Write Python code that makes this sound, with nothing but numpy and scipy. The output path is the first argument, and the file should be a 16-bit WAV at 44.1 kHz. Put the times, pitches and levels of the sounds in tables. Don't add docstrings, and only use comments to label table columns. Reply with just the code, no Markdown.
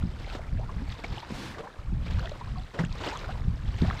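import sys
import numpy as np
from scipy import signal
from scipy.fft import rfft, irfft
from scipy.io import wavfile
from scipy.ndimage import uniform_filter1d

SR = 44100
rng = np.random.default_rng(int(sys.argv[2]) if len(sys.argv) > 2 else 0)


def store_pcm(level_fs):
    pcm = np.round(np.clip(level_fs, -1, 1) * 32767).astype(np.int16)
    wavfile.write(sys.argv[1], SR, np.atleast_2d(pcm).T)


N = 176400

TOP_HZ = 15300
FLICKER_DB = 3.5
FROTH_GLIDE, FROTH_SPREAD_DB = 0.43, 6


def undb(db):
    return 10 ** (np.asarray(db) / 20)


def unit(x):
    return x / np.sqrt(np.mean(x ** 2) + 1e-20)


def seconds(length_s):
    return np.arange(max(int(length_s * SR), 8)) / SR


def fade(t, t60_s):
    return np.exp(-np.log(1000) * t / t60_s)


def add(out, start_s, x):
    i = int(np.clip(start_s * SR, 0, N - 1))
    out[i:i + len(x)] += x[:N - i]


def curve(rows):
    return undb(np.interp(np.arange(N) / SR, *np.array(rows).T))


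def colour(x, points):
    hz, db = np.array(points).T
    f = np.maximum(np.fft.rfftfreq(len(x), 1 / SR), 1)
    rolloff = np.minimum(np.minimum(f / hz[0], hz[-1] / f), 1) ** 2
    return irfft(rfft(x) * undb(np.interp(np.log(f), np.log(hz), db)) * rolloff, len(x))


def noise(points):
    return unit(colour(rng.standard_normal(N), points))


def walk(rate_hz):
    f = np.fft.rfftfreq(N, 1 / SR)
    return unit(irfft(rfft(rng.standard_normal(N)) / (1 + (f / rate_hz) ** 2) ** 2, N))


def steady(x, span_s):
    return x / np.sqrt(np.abs(uniform_filter1d(x ** 2, int(span_s * SR))) + 1e-12)


def bubble(hz, t60_s, glide, wobble=0):
    t = seconds(1.2 * t60_s)
    pitch_hz = hz * (1 + glide * t / t60_s + np.resize(wobble, len(t)))
    attack = (1 - np.exp(-t / (0.031 * t60_s))) ** 2
    return np.sin(2 * np.pi * np.cumsum(pitch_hz) / SR) * fade(t, t60_s) * attack


def cloud(per_s, low_hz, high_hz, cycles, glide, spread_db, cap_one_in, slope=1):
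    out = np.zeros(N)
    draws = rng.random((12000, 5))
    for when, pitch, strength, sustain, rise in draws[:int(per_s * N / SR)]:
        hz = min(low_hz * (high_hz / low_hz) ** pitch, TOP_HZ)
        strength_db = spread_db * min(-np.log(1 - strength), np.log(cap_one_in))
        gain = undb(strength_db) * (hz / high_hz) ** slope
        t60_s = cycles * np.exp(2 * sustain - 1) / hz
        add(out, when * N / SR, gain * bubble(hz, t60_s, 2 * glide * rise))
    return out


def sea():
    # (frequency [Hz], gain [dB])
    spectrum = [(1500,-13.5),(4000,-3),(8000,-5.5),(10500,-13),(12300,-17.5),(15000,-22)]
    return undb(-70.5) * noise(spectrum)


def wind():
    # (time [s], level [dB])
    gusts = [(0.0, -28.5), (0.11, -37), (.49, -35), (.56, -27.5), (.72, -36), (0.91, -31.5), (0.99, -45.5),
             (1.11, -31.5), (1.21, -46), (1.36, -42.5), (1.73, -51.5), (1.84, -41), (1.92, -27.5),
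             (2.07, -34.5), (2.16, -26.5), (2.38, -41), (2.6, -31.5), (2.72, -52.5), (2.88, -31.5),
             (3.12, -46.5), (3.51, -23.5), (3.59, -36), (3.7, -24.5), (3.78, -31.5), (3.84, -22.5),
             (4.0, -39)]
    # (frequency [Hz], gain [dB])
    spectrum = [(15,-5),(28,4),(45,2),(68,1.5),(100,0),(160,-8),(250,-19),(400,-37),(900,-91)]
    split_hz, strong_db, flutter_db = 63, -36, 2
    air = steady(noise(spectrum), span_s=0.083)
    gust = curve(gusts)
    deep = signal.sosfiltfilt(signal.butter(2, split_hz, fs=SR, output="sos"), air)
    brightness = np.minimum(gust / undb(strong_db), 1) ** 0.24
    return (deep + brightness * (air - deep)) * gust * undb(-0.5 + flutter_db * walk(8.7))


def wash():
    # (time [s], level [dB])
    levels = [(0.0, -48.5), (0.05, -51), (0.34, -45.5), (0.47, -50), (1.64, -45), (1.89, -52.5),
              (2.26, -45), (2.7, -56), (2.81, -37.5), (2.88, -51.5), (3.09, -40), (3.55, -51), (3.8, -48.5),
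              (3.82, -39), (4.0, -44)]
    # (frequency [Hz], gain [dB])
    spectrum = [(120,9.5),(250,4.5),(450,4),(800,1.5),(1300,0.5),(1900,-5.5),(2800,-15.5),(5000,-20)]
    bubbles = cloud(per_s=700, low_hz=283.6, high_hz=2522, cycles=19.7,
                    glide=FROTH_GLIDE, spread_db=FROTH_SPREAD_DB, cap_one_in=34)
    bubbles = steady(colour(bubbles, spectrum), span_s=0.035)
    rush = undb(-4.5 + FLICKER_DB * walk(52)) * noise(spectrum)
    return curve(levels) * (undb(-5) * bubbles + rush)


def fizz():
    # (time [s], level [dB])
    levels = [(0.0, -55.5), (0.04, -60.5), (0.34, -49.5), (0.4, -61), (0.85, -58), (0.92, -46.5),
              (0.96, -55), (1.2, -49), (1.22, -54.5), (1.4, -54), (1.55, -58), (1.79, -62), (2.0, -63),
              (2.04, -52.5), (2.27, -51.5), (2.34, -55.5), (2.77, -57.5), (2.8, -48), (2.87, -58.5),
              (3.09, -41), (3.12, -46.5), (3.48, -62), (3.85, -48), (4.0, -49.5)]
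    # (frequency [Hz], gain [dB])
    spectrum = [(700,8.5),(1500,4),(2200,3.5),(3800,1.5),(5000,-4),(6300,-12.5),(8000,-16),(10500,-35.5),(12500,-22.5),(15500,-52)]
    bubbles = cloud(per_s=2200, low_hz=1525, high_hz=14560, cycles=14.7,
                    glide=0.032, spread_db=4.2, cap_one_in=39)
    bubbles = steady(colour(bubbles, spectrum), span_s=1.0)
    hiss = undb(-2 + FLICKER_DB * walk(66)) * noise(spectrum)
    return curve(levels) * (undb(-1) * bubbles + hiss)


def plops():
    # (time [s], peak [dB], pitch [Hz], t60 [s], glide [share of pitch per t60])
    pockets = [(.023,-38.5,1380,0.022,0.065),(.268,-39,810,0.04,0.19),(.393,-32.5,630,0.024,0.21),(.595,-31,637,0.022,0.091),
               (.691,-35,1047,0.052,-0.027),(1.043,-27.5,2270,0.02,0.017),(1.042,-38,734,0.045,0.54),
               (1.173,-36.5,868,0.071,0.02),(1.228,-34.5,913,0.047,0.14),(1.545,-40,1650,0.034,0.4),(1.588,-35,442,0.11,0.25),
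               (1.669,-38,917,0.045,0.27),(1.673,-40,1640,0.028,0.045),(2.066,-44.5,2330,0.044,-0.11),(2.192,-36,1430,0.035,0.3),
               (2.248,-33,630,0.045,0.38),(2.274,-31,1980,0.0083,0.28),(2.316,-31.5,635,0.041,-0.044),(2.409,-34,900,0.064,0.52),(2.471,-40.5,1070,.04,.15),(2.555,-40.5,1117,0.067,-0.065),
               (2.572,-40,752,0.12,0.078),(2.789,-25.5,1840,0.025,0.02),(2.795,-21.5,172.7,0.16,-0.035),(2.836,-33.5,1590,0.037,0.32),
               (2.849,-42,6960,0.011,-0.058),(3.243,-34.5,1470,0.025,-0.017),
               (3.288,-32,700,0.074,0.3),(3.843,-33.5,683,0.046,0.014),(3.881,-35,764,0.068,0.032),(3.901,-24,1570,0.007,0.29),(3.909,-23,1210,0.014,0.29)]
    out = np.zeros(N)
    wobble = 0.076 * walk(rate_hz=580)
    for start_s, db, hz, t60_s, glide in pockets:
        ring = bubble(hz, t60_s, glide, wobble[int(start_s * SR):])
        add(out, start_s, undb(db) * ring / np.abs(ring).max())
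    return out


def hull():
    # (time [s], peak [dB], push length [s])
    thumps = [(0.036,-18,0.0047),(0.052,-23.5,0.0048),(0.527,-21,0.0079),(0.55,-24.5,0.0048),(.764,-23,0.0077),(.819,-30,0.003),(0.887,-24.5,0.014),(1.104,-27,0.0064),(1.307,-29,0.0032),(1.321,-25,0.0037),
              (1.789,-27,0.014),(1.924,-21.5,0.0043),(2.144,-24.5,0.01),(2.794,-17.5,0.0022),(2.836,-21,0.0036),(3.479,-14,0.0081),(3.497,-22,0.0078),(3.678,-18,0.012),(3.821,-10,0.0033),(3.833,-13,0.0047)]
    # (frequency [Hz], gain [dB], t60 [s])
    modes = [(68,-3.5,0.055),(123.8,-7.5,0.18),(177.2,3.5,0.064),(202,6,0.023),(261,1,0.029),(358,-3.5,0.13),(410,-24,0.087)]
    out, t = np.zeros(N), seconds(0.3)
    tunings = 1 + 0.015 * rng.standard_normal((len(thumps), len(modes)))
    for (start_s, db, push_s), tuning in zip(thumps, tunings):
        ring = sum(undb(mode_db) * np.cos(2 * np.pi * hz * ratio * t) * fade(t, t60_s)
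                   for (hz, mode_db, t60_s), ratio in zip(modes, tuning))
        push = np.sin(np.pi * seconds(push_s) / push_s) ** 2
        thump = signal.fftconvolve(ring, push)
        add(out, start_s, undb(db) * thump / np.abs(thump).max())
    return out


def laps():
    # (centre [s], half width [s], level [dB])
    crests = [(.305, 0.03, -49), (2.23, 0.077, -47), (3.07, 0.073, -40.5)]
    t = np.arange(N) / SR
    swell = sum(undb(db) * np.exp(-((t - centre_s) / half_s) ** 2) for centre_s, half_s, db in crests)
    froth = cloud(per_s=1000, low_hz=564.5, high_hz=4024, cycles=25.4,
                  glide=FROTH_GLIDE, spread_db=FROTH_SPREAD_DB, cap_one_in=30, slope=0.1)
    return swell * steady(froth, span_s=0.035)


def ticks():
    # (time [s], peak [dB], pitch [Hz])
    droplets = [(0.299,-33.5,2500),(0.345,-41,2500),(0.921,-31,3450),(1.181,-32,3100),(1.202,-34.5,4100),(2.194,-36,4000),(2.257,-32,2970),(2.294,-37,4230),
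                (2.849,-34,2680),(2.926,-35.5,4050),(3.173,-36.5,6600),(3.818,-33,3960)]
    t60_s, relative_width = 0.012, 0.33
    out, t = np.zeros(N), seconds(t60_s)
    for (start_s, db, hz), grain in zip(droplets, rng.standard_normal((len(droplets), SR // 10))):
        burst = grain[:len(t)] * fade(t, t60_s)
        b, a = signal.iirpeak(hz, 1 / relative_width, fs=SR)
        tick = signal.lfilter(b, a, signal.lfilter(b, a, burst))
        add(out, start_s, undb(db) * tick / np.abs(tick).max())
    return out


def slaps():
    # (time [s], relative level [dB], t60 [s])
    wavelets = [(0.347,-30,0.052),(1.037,-29,0.05),(1.3,-34.5,0.044),(1.581,-32.5,0.079),(2.058,-38.5,0.12),
                (2.737,-34.5,0.12),(2.788,-25.5,0.076),(3.002,-34,0.15),(3.063,-29,0.13),(3.811,-36,0.099)]
    # (frequency [Hz], gain [dB])
    spectrum = [(150,4),(420,7),(750,-2),(1200,-2.5),(2000,-9.5),(4000,-17.5),(8000,-29),(15000,-67)]
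    envelope = np.zeros(N)
    for start_s, db, t60_s in wavelets:
        t = seconds(t60_s)
        attack = 1 - np.exp(-t / (0.07 * t60_s))
        add(envelope, start_s, undb(db + 4.5) * fade(t, t60_s) * attack)
    return envelope * noise(spectrum)


def gurgles():
    # (time [s], length [s], level [dB], start pitch [Hz], end pitch [Hz])
    cavities = [(0.58,.07,-48.5,595,985),(0.745,0.12,-43.5,156.4,326),(1.591,0.092,-49,479,890),(2.186,0.093,-47,428,690),(2.736,0.0464,-47,480,622),(3.111,.06,-40,805,1150),(3.272,0.049,-46,985,1700)]
    relative_width, sputter = 0.19, 0.7
    out = np.zeros(N)
    for start_s, length_s, db, from_hz, to_hz in cavities:
        progress = seconds(length_s) / length_s
        phase = 2 * np.pi * np.cumsum(from_hz * (to_hz / from_hz) ** progress) / SR
        churn = walk(relative_width * from_hz) + 1j * walk(relative_width * from_hz)
        churn /= (np.abs(churn) + 1e-9) ** (1 - sputter)
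        ring = (churn[:len(phase)] * np.exp(1j * phase)).imag
        arch = np.abs(np.sin(np.pi * progress)) ** 0.5
        add(out, start_s, undb(db) * unit(ring * arch))
    return out


def spray():
    # (frequency [Hz], gain [dB])
    spectrum = [(120,14.5),(230,12),(450,1.5),(1200,-1.5),(4000,-4.5),(7000,-14),(10000,-21.5),(13000,-27),(15500,-36)]
    # (start [s], end [s], level [dB])
    sheet = (1.292, 1.581, -40)
    start_s, end_s, db = sheet
    rise_s, fall_s, flutter_db = 0.06, 0.13, 1.2
    t = np.arange(N) / SR
    envelope = np.clip(np.minimum((t - start_s) / rise_s, (end_s - t) / fall_s), 0, 1)
    return undb(db + flutter_db * walk(66)) * envelope * noise(spectrum)


def scene():
    mix = (sea() + wind() + hull() + spray() + slaps() + wash() + laps() + fizz()
           + plops() + ticks() + gurgles())
    return mix[None]


def record(dry):
    return signal.sosfilt(signal.ellip(8, 0.2, 80, TOP_HZ, fs=SR, output="sos"), dry)


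dry = scene()
out = record(dry)
store_pcm(out)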